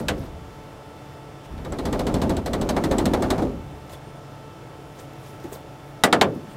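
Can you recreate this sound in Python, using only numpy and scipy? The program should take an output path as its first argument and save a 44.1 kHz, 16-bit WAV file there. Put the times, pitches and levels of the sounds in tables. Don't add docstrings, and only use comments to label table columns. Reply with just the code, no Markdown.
import sys
import numpy as np
from scipy import signal
from scipy.io import wavfile

SR = 44100
rng = np.random.default_rng(int(sys.argv[2]) if len(sys.argv) > 2 else 0)


def natural_amplitude(level_db):
    exponent = np.asarray(level_db, float) / 20
    return 10 ** exponent


def materialize(psi):
    bounded = np.clip(np.atleast_2d(psi).T, -1, 1)
    quanta = np.round(bounded * 32767).astype(np.int16)
    wavfile.write(sys.argv[1], SR, quanta)


N = 289296
T = np.arange(N) / SR
BAND_EDGES = 18 * 2 ** np.arange(0, 10.1, 1 / 3)

# [t/s, peak level above 2.5 kHz/dB, body level 0.8-2.5 kHz/dB, rattle length/s]
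DRIVER_BLOWS = [(1.577, -43, -41.5, 0.029), (1.6477, -32.5, -34, 0.03), (1.722, -30, -34, 0.051),
                (1.786, -26, -34, 0.02), (1.8533, -21, -31, 0.046), (1.9266, -22, -29, 0.036),
                (1.992, -20.5, -31.5, 0.028), (2.067, -21, -29.5, 0.05), (2.1407, -21, -31.5, 0.051),
                (2.2163, -20, -27.5, 0.052), (2.294, -21.5, -31, 0.034), (2.3667, -25, -37.5, 0.035),
                (2.4598, -20.5, -29, 0.026), (2.5325, -19.5, -28.5, 0.028), (2.6127, -23, -32.5, 0.02),
                (2.6898, -15.5, -26.5, 0.023), (2.765, -22.5, -24.5, 0.024), (2.838, -18.5, -29.5, 0.025),
                (2.9114, -21, -28.5, 0.053), (2.983, -18, -29.5, 0.047), (3.0552, -15.5, -26, 0.01),
                (3.1349, -18, -23, 0.017), (3.2223, -21.5, -28.5, 0.053), (3.303, -14, -22, 0.0093),
                (3.3796, -29.5, -37.5, 0.028), (3.42, -34, -51, 0.016)]


def rms_one(x):
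    return x / np.sqrt(np.mean(x ** 2) + 1e-20)


def at_hz(points, hz):
    table_hz, values = np.array(points)[:, 0], np.array(points)[:, 1]
    return np.interp(np.log(hz), np.log(table_hz), values)


def by_range(hz, levels_db, centres):
    return np.array([np.interp(np.log(hz), np.log(centres), row) for row in levels_db])


def drift(rate):
    r = np.exp(-80 * np.pi * rate / SR)
    white = rng.standard_normal(N // 40 + 2002)
    slow = signal.lfilter([1], [1, -2 * r, r * r], white)[2000:]
    return np.interp(np.arange(N) / 40, np.arange(len(slow)), rms_one(slow))


def ring(clicks, hz, t60):
    r = natural_amplitude(-60 / (t60 * SR))
    w = 2 * np.pi * hz / SR
    return signal.lfilter([0, np.sin(w)], [1, -2 * r * np.cos(w), r * r], clicks + 1e-18)


def bands(low_hz, high_hz):
    white = rng.standard_normal((2, N))
    for k, (low, high) in enumerate(zip(BAND_EDGES, BAND_EDGES[1:])):
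        centre = np.sqrt(low * high)
        if low_hz < centre < high_hz:
            band = signal.butter(2, [low, high], "band", fs=SR, output="sos")
            yield centre, signal.sosfilt(band, white[k % 2])


def train(times, gains):
    clicks = np.zeros(N)
    clicks[np.round(np.asarray(times) * SR).astype(int)] = gains
    return clicks


def dying(clicks, t60, rise_s):
    r, q = natural_amplitude(-60 / (t60 * SR)), np.exp(-1 / (rise_s * SR))
    decay = signal.lfilter([1], [1, -r], clicks + 1e-18)
    return signal.lfilter([1 - q], [1, -q], decay)


def grit(per_s, spread_db):
    sizes = natural_amplitude(spread_db * np.minimum(rng.exponential(1, N), 4)) * rng.choice([-1, 1], N)
    return rms_one(sizes * (rng.random(N) < per_s / SR))


def background():
    # [f/Hz, level per Hz/dB]
    air_colour = [(12, -49), (20, -15.5), (135, -0.5), (229, -10.5), (330, -9.5), (359, -16), (437, -6),
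                  (475, -9), (787, -11.5), (856, -14.5), (931, -15.5), (1340, -17.5), (1540, -20.5),
                  (3480, -29), (16200, -44)]
    # [f/Hz, rms level/dB]
    housing = [(140.0, -49), (328.4, -56), (565.2, -62), (597.5, -61), (651.4, -61), (759.0, -63)]
    # [multiple, rms level/dB]
    orders = [(3, -58), (5, -60), (6, -54), (7, -68), (9, -59), (13, -71), (15, -71), (18, -70), (19, -75),
              (21, -68), (23, -74), (24, -69), (35, -73), (38, -81), (39, -76), (43, -81), (46, -83),
              (50, -79), (55, -82), (67, -82), (71, -85), (92, -89), (93, -86), (96, -88)]
    # [f/Hz, rms level/dB, t60/s]
    rough_tones = [(108.2, -58.5, 0.22), (292, -52.5, 0.31), (428.5, -58.5, 0.34)]
    air_db, shaft_hz = -40.5, 146.53
    air = rms_one(sum(natural_amplitude(at_hz(air_colour, hz) + 0.71 * drift(2.5)) * noise for hz, noise in bands(20, 17000)))
    waver = np.cumsum(0.000633 * drift(2.79)) / SR
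    hum = np.zeros(N)
    for hz, tone_db in list(housing) + [(k * shaft_hz, order_db) for k, order_db in orders]:
        tone = np.sin(2 * np.pi * (hz * (T + waver) + rng.random()))
        hum += np.sqrt(2) * natural_amplitude(tone_db + 1.5 * drift(4)) * tone
    drone = np.zeros(N)
    for hz, tone_db, t60 in rough_tones:
        drone += natural_amplitude(tone_db) * rms_one(ring(rng.standard_normal(N), hz, t60))
    return natural_amplitude(air_db - 2.5) * air + hum + drone


def shaking_db():
    # [t/s, level/dB]
    biting = [(1.46, -60), (1.5, -46), (1.68, -34.5), (1.89, -26), (2.31, -22), (2.44, -33), (2.5, -27),
              (2.95, -22), (3.45, -23.5)]
    # [t/s, level/dB]
    jolts = [
        (0.0, -24.5),
        (0.097, -22.5),
    ]
    settle_db_per_s = 114
    driven = np.interp(T, *np.transpose(biting), -200, -200)
    for s, jolt_db in jolts:
        driven[int(s * SR)] = jolt_db
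    return np.maximum.accumulate(driven + settle_db_per_s * T) - settle_db_per_s * T


def slaps_on_frame(shake_db):
    slap_lag_s, slap_db, spread_db = 0.00518, 3.5, 3
    rebound_s, rebound_db = 0.045, -10.5
    at = np.array(DRIVER_BLOWS)[:, 0]
    luck = rng.normal(0, 1, (len(at), 4))
    size_db = np.interp(at, T, shake_db) + slap_db
    first_size = np.sign(luck[:, 0]) * natural_amplitude(size_db + spread_db * luck[:, 1])
    again_size = natural_amplitude(size_db + rebound_db + spread_db * luck[:, 3])
    first = train(at + slap_lag_s, first_size)
    again = train(at + rebound_s * (1 + 0.25 * luck[:, 2]), again_size)
    return first - again


def walls():
    # [f/Hz, level/dB]
    panels = [(165, -1.5), (198, 5), (223, 9.5), (263, 10.5), (300, 7.5), (325, 5.5), (368, 5.5),
              (400, 10.5), (440, 0), (497, 7.5), (545, 9), (590, 2.5), (660, 6), (760, -1.5), (850, 2),
              (945, 0.5), (1050, -17), (1200, -1)]
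    # [f/Hz, level per Hz/dB]
    deep_colour = [(12, -41), (20, -5.5), (59, 4.5), (86, 4.5), (119, -5), (171, 0.5), (200, 0), (260, -30),
                   (440, -120)]
    deep_db, deep_follows = -28, 0.36
    jolt = dying(train(np.array(DRIVER_BLOWS)[:, 0], 0.99), 0.088, rise_s=0.006)
    shake_db = shaking_db()
    push = natural_amplitude(shake_db) * (0.53 + 0.87 * jolt)
    boom, plain = np.zeros(N), np.zeros(N)
    for hz, panel_db in panels:
        slaps = grit(500, spread_db=3.0)
        plain += natural_amplitude(panel_db) * ring(slaps, hz, 16.8 / hz)
        boom += natural_amplitude(panel_db) * ring(slaps * push, hz, 27.6 / hz)
    boom *= natural_amplitude(1.0) / np.std(plain)
    thumps = ring(ring(slaps_on_frame(shake_db), 280, 0.004), 590, 0.0017)
    deep = rms_one(sum(natural_amplitude(at_hz(deep_colour, hz)) * noise for hz, noise in bands(23, 170)))
    deep *= natural_amplitude(deep_db - 3 + deep_follows * (shake_db + 26))
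    buzz_band = signal.butter(1, [1100, 3500], "band", fs=SR, output="sos")
    buzz = signal.sosfilt(buzz_band, grit(3600, spread_db=2.5))
    return boom + natural_amplitude(-15.0) * push * buzz + thumps + deep


def scuffs():
    # [loudest t/s, rise/s, fall/s, level/dB, brightness/dB per octave]
    strokes = [(0.001, .01, 0.028, -40, -3.5), (0.18, .004, .1, -52, -2), (0.262, 0.18, .03, -56, -6),
               (1.45, .025, .05, -53, -6), (3.935, 0.06, .045, -43.5, -1), (5.0, 0.059, .06, -45, -2),
               (5.268, 0.13, .2, -49.5, -1.5), (5.44, .03, 0.14, -52, -2.5),
               (5.532, 0.016, 0.049, -38, 1.5), (5.88, .04, .12, -60, 3), (6.35, .015, 0.071, -54, -1),
               (6.518, .12, .15, -52.5, -4)]
    # [t/s, peak level/dB]
    ticks = np.array([
        (3.8955, -33),
        (5.1324, -44),
        (5.3996, -40),
        (5.4405, -39),
        (5.5303, -36),
    ])
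    edge_db = 18.5
    stroke_level = np.zeros(N)
    for s, rise, fall, top_db, _ in strokes:
        away = np.maximum((s - T) / rise, (T - s) / fall)
        stroke_level += natural_amplitude(top_db - edge_db * away)
    points = np.vstack(strokes)
    slope_db = np.interp(T, points[:, 0], points[:, 4])
    snaps = dying(train(ticks[:, 0], natural_amplitude(ticks[:, 1] - 13)), 0.034, rise_s=0.0003)
    hiss = np.zeros(N)
    for hz, noise in bands(1000, 17000):
        hiss += noise * natural_amplitude((slope_db - 1.0) * np.log2(hz / 8000) + 3.2 * drift(42))
    return hiss * (0.68 * stroke_level + snaps)


def knocks():
    # [t/s, crack level/dB, body level/dB, thud level/dB, edge level/dB]
    rows = np.array([
        (0.0818, -10.5, -18.5, -22, -31.5),
        (6.0363, -4.5, -10, -6.5, -20.5),
        (6.1265, -7, -10.5, -8.5, -29),
        (6.2116, -6.5, -9.5, -8, -27.5),
    ])
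    # [f/Hz, level per Hz/dB]
    colour = [(90, -4.5), (240, 6.5), (400, 8.5), (700, 13.5), (960, 8.5), (1500, 11), (2000, 4),
              (2400, 2.5), (3700, -3), (5600, -7), (7500, 7.5), (10000, 0), (15500, 0), (17000, -25)]
    # [f/Hz, t60/s]
    tail_t60 = [(100, 1.16), (260, 0.68), (700, 0.22), (1840, 0.14), (4850, 0.092), (12800, 0.076)]
    # [f/Hz, level/dB, t60/s]
    post = [(200, -12, 0.46), (244, -12, .3), (365.5, -9, 0.29), (397, -21, 0.17), (923, -16, 0.12),
            (1200, -22, 0.12), (1540, -23, 0.21), (1960, 0.5, 0.14), (2630, -17, 0.047), (3450, -13, 0.048),
            (3760, -5.5, 0.052), (4010, -15, 0.078), (6660, -13, 0.069), (7600, -36, 0.086)]
    contact_s, doubles_db = 0.00067, 7.5
    thump_lag_s, thump_db, thump_hz = 0.00912, 2, 560
    at, thud_db = rows[:, 0], rows[:, 3]
    luck = rng.normal(0, 1, (len(rows), 60))
    landed = at + contact_s * 2 ** ((-8 - thud_db) / doubles_db)
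    level_db, centres = rows[:, [3, 2, 1, 4]], [500, 1500, 4000, 10000]
    out = np.zeros(N)
    for k, (hz, noise) in enumerate(bands(80, 17000)):
        size = natural_amplitude(by_range(hz, level_db, centres) + luck[:, k])
        hits = natural_amplitude(-8.5) * train(at, size) + natural_amplitude(-7.5) * train(landed, size)
        tail = dying(hits, at_hz(tail_t60, hz), rise_s=2.7 / hz)
        crack = dying(train(landed, size), 0.054, rise_s=1.0 / hz)
        out += natural_amplitude(at_hz(colour, hz)) * noise * natural_amplitude(-2.5) * (tail + crack)
    for k, (hz, mode_db, t60) in enumerate(post):
        size = natural_amplitude(by_range(hz, level_db, centres) + mode_db - 10 + 2 * luck[:, 30 + k])
        out += ring(train(landed, size), hz, min(t60, 160.0 / hz))
    thump_clicks = train(at + thump_lag_s, -natural_amplitude(thud_db + thump_db - 21))
    thump = ring(ring(thump_clicks, thump_hz, 0.0083), 0.76 * thump_hz, 0.0077)
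    out += signal.sosfilt(signal.butter(1, 150, "high", fs=SR, output="sos"), thump)
    snap = ring(train(landed, natural_amplitude(thud_db + 1.0)), 3760, 0.005)
    return out + snap


def blows():
    # [f/Hz, level per Hz/dB]
    colour = [(600, 26.5), (900, 20), (1400, 12), (1950, 10.5), (2600, -2.5), (3500, 0.5), (4500, 0.5),
              (5800, -9.5), (7800, -3.5), (9500, -15.5), (12000, -4.5), (15500, -32), (17000, -40)]
    # [f/Hz, t60/s]
    tail_t60 = [(600, 0.31), (1300, 0.31), (3500, 0.13), (9000, 0.11)]
    # [f/Hz, level/dB, t60/s]
    bit = [(1950, -12.5, 0.066), (3060, -25, 0.035), (3463, -14, 0.055), (3815, -16.5, 0.1),
           (4100, -19, 0.094), (5150, -16.5, 0.036), (6400, -17, 0.045), (7690, -8.5, 0.019),
           (10500, -31.5, 0.029)]
    full_hit_lag_s, crack_db = 0.00069, -8.5
    tight_db_per_halving = 0.5
    rows = np.array(DRIVER_BLOWS)
    at, rattle_s = rows[:, 0], rows[:, 3]
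    luck = rng.normal(0, 1, (len(rows), 40))
    ends = at + np.clip(rattle_s, 0.008, 0.045)
    held = np.cumsum(train(at, 0.97) - train(ends, 0.95))
    loose = signal.lfilter([0.008], [1, -0.992], held)
    loose = loose * natural_amplitude(1.0 * drift(170))
    tightness = natural_amplitude(tight_db_per_halving * np.log2(0.031 / rattle_s))
    out = np.zeros(N)
    for k, (hz, noise) in enumerate(bands(600, 17000)):
        size = natural_amplitude(by_range(hz, rows[:, [2, 1]], [2000, 2800]) + 0.5 * luck[:, k])
        tick, full_hit = train(at, size), train(at + full_hit_lag_s, size)
        tail = dying(natural_amplitude(-8.5) * tick + natural_amplitude(-4.5) * full_hit, at_hz(tail_t60, hz), rise_s=4.7 / hz)
        crack = dying(train(at, size * tightness), 0.025, rise_s=0.000082)
        rattling = tail * (natural_amplitude(-14.5) + natural_amplitude(-11.5) * loose)
        out += natural_amplitude(at_hz(colour, hz)) * noise * (rattling + natural_amplitude(crack_db) * crack)
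    for k, (hz, mode_db, t60) in enumerate(bit):
        size = natural_amplitude(rows[:, 1] + mode_db - 6 + 5.1 * luck[:, 20 + k])
        out += ring(train(at + 0.00087, size), hz, t60)
    return out


def footfalls_and_squeaks():
    # [t/s, peak level/dB, f/Hz]
    steps = [
        (4.984, -35, 435),
        (5.13, -43, 706),
        (5.439, -28, 356),
        (5.517, -29, 457),
        (5.549, -33.5, 590),
        (3.924, -35.5, 450),
    ]
    # [t/s, f/Hz, level/dB, length/s]
    squeaks = [
        (3.918, 3450, -50, 0.053),
        (4.028, 8800, -65, .12),
        (4.15, 9500, -66, .05),
    ]
    out = np.zeros(N)
    for s, step_db, hz in steps:
        touch = dying(train([s], natural_amplitude(step_db - 20)), 0.087, rise_s=0.0066) * rng.standard_normal(N)
        out += ring(touch, hz, 0.056) + ring(touch, 1.32 * hz, 0.014) + 0.42 * ring(touch, 2.25 * hz, 0.028)
    for s, hz, squeak_db, length in squeaks:
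        swell = np.exp(-((T - s) * 3.0 / length - 1.2) ** 2)
        out += natural_amplitude(squeak_db) * swell * rms_one(ring(rng.standard_normal(N), hz, 0.022))
    return out


def scene():
    mix = background() + walls() + scuffs() + knocks() + blows() + footfalls_and_squeaks()
    return mix[None]


def roll_off(x):
    return signal.sosfilt(signal.butter(12, 16400, fs=SR, output="sos"), x)


def record(dry):
    rounded = 2.5 * np.tanh(dry / 2.5)
    cut = signal.sosfilt(signal.cheby2(18, 40, 16050, fs=SR, output="sos"), rounded)
    cut = signal.sosfilt(signal.butter(2, 22, "high", fs=SR, output="sos"), cut)
    return roll_off(cut)


dry = scene()
out = record(dry)
materialize(out)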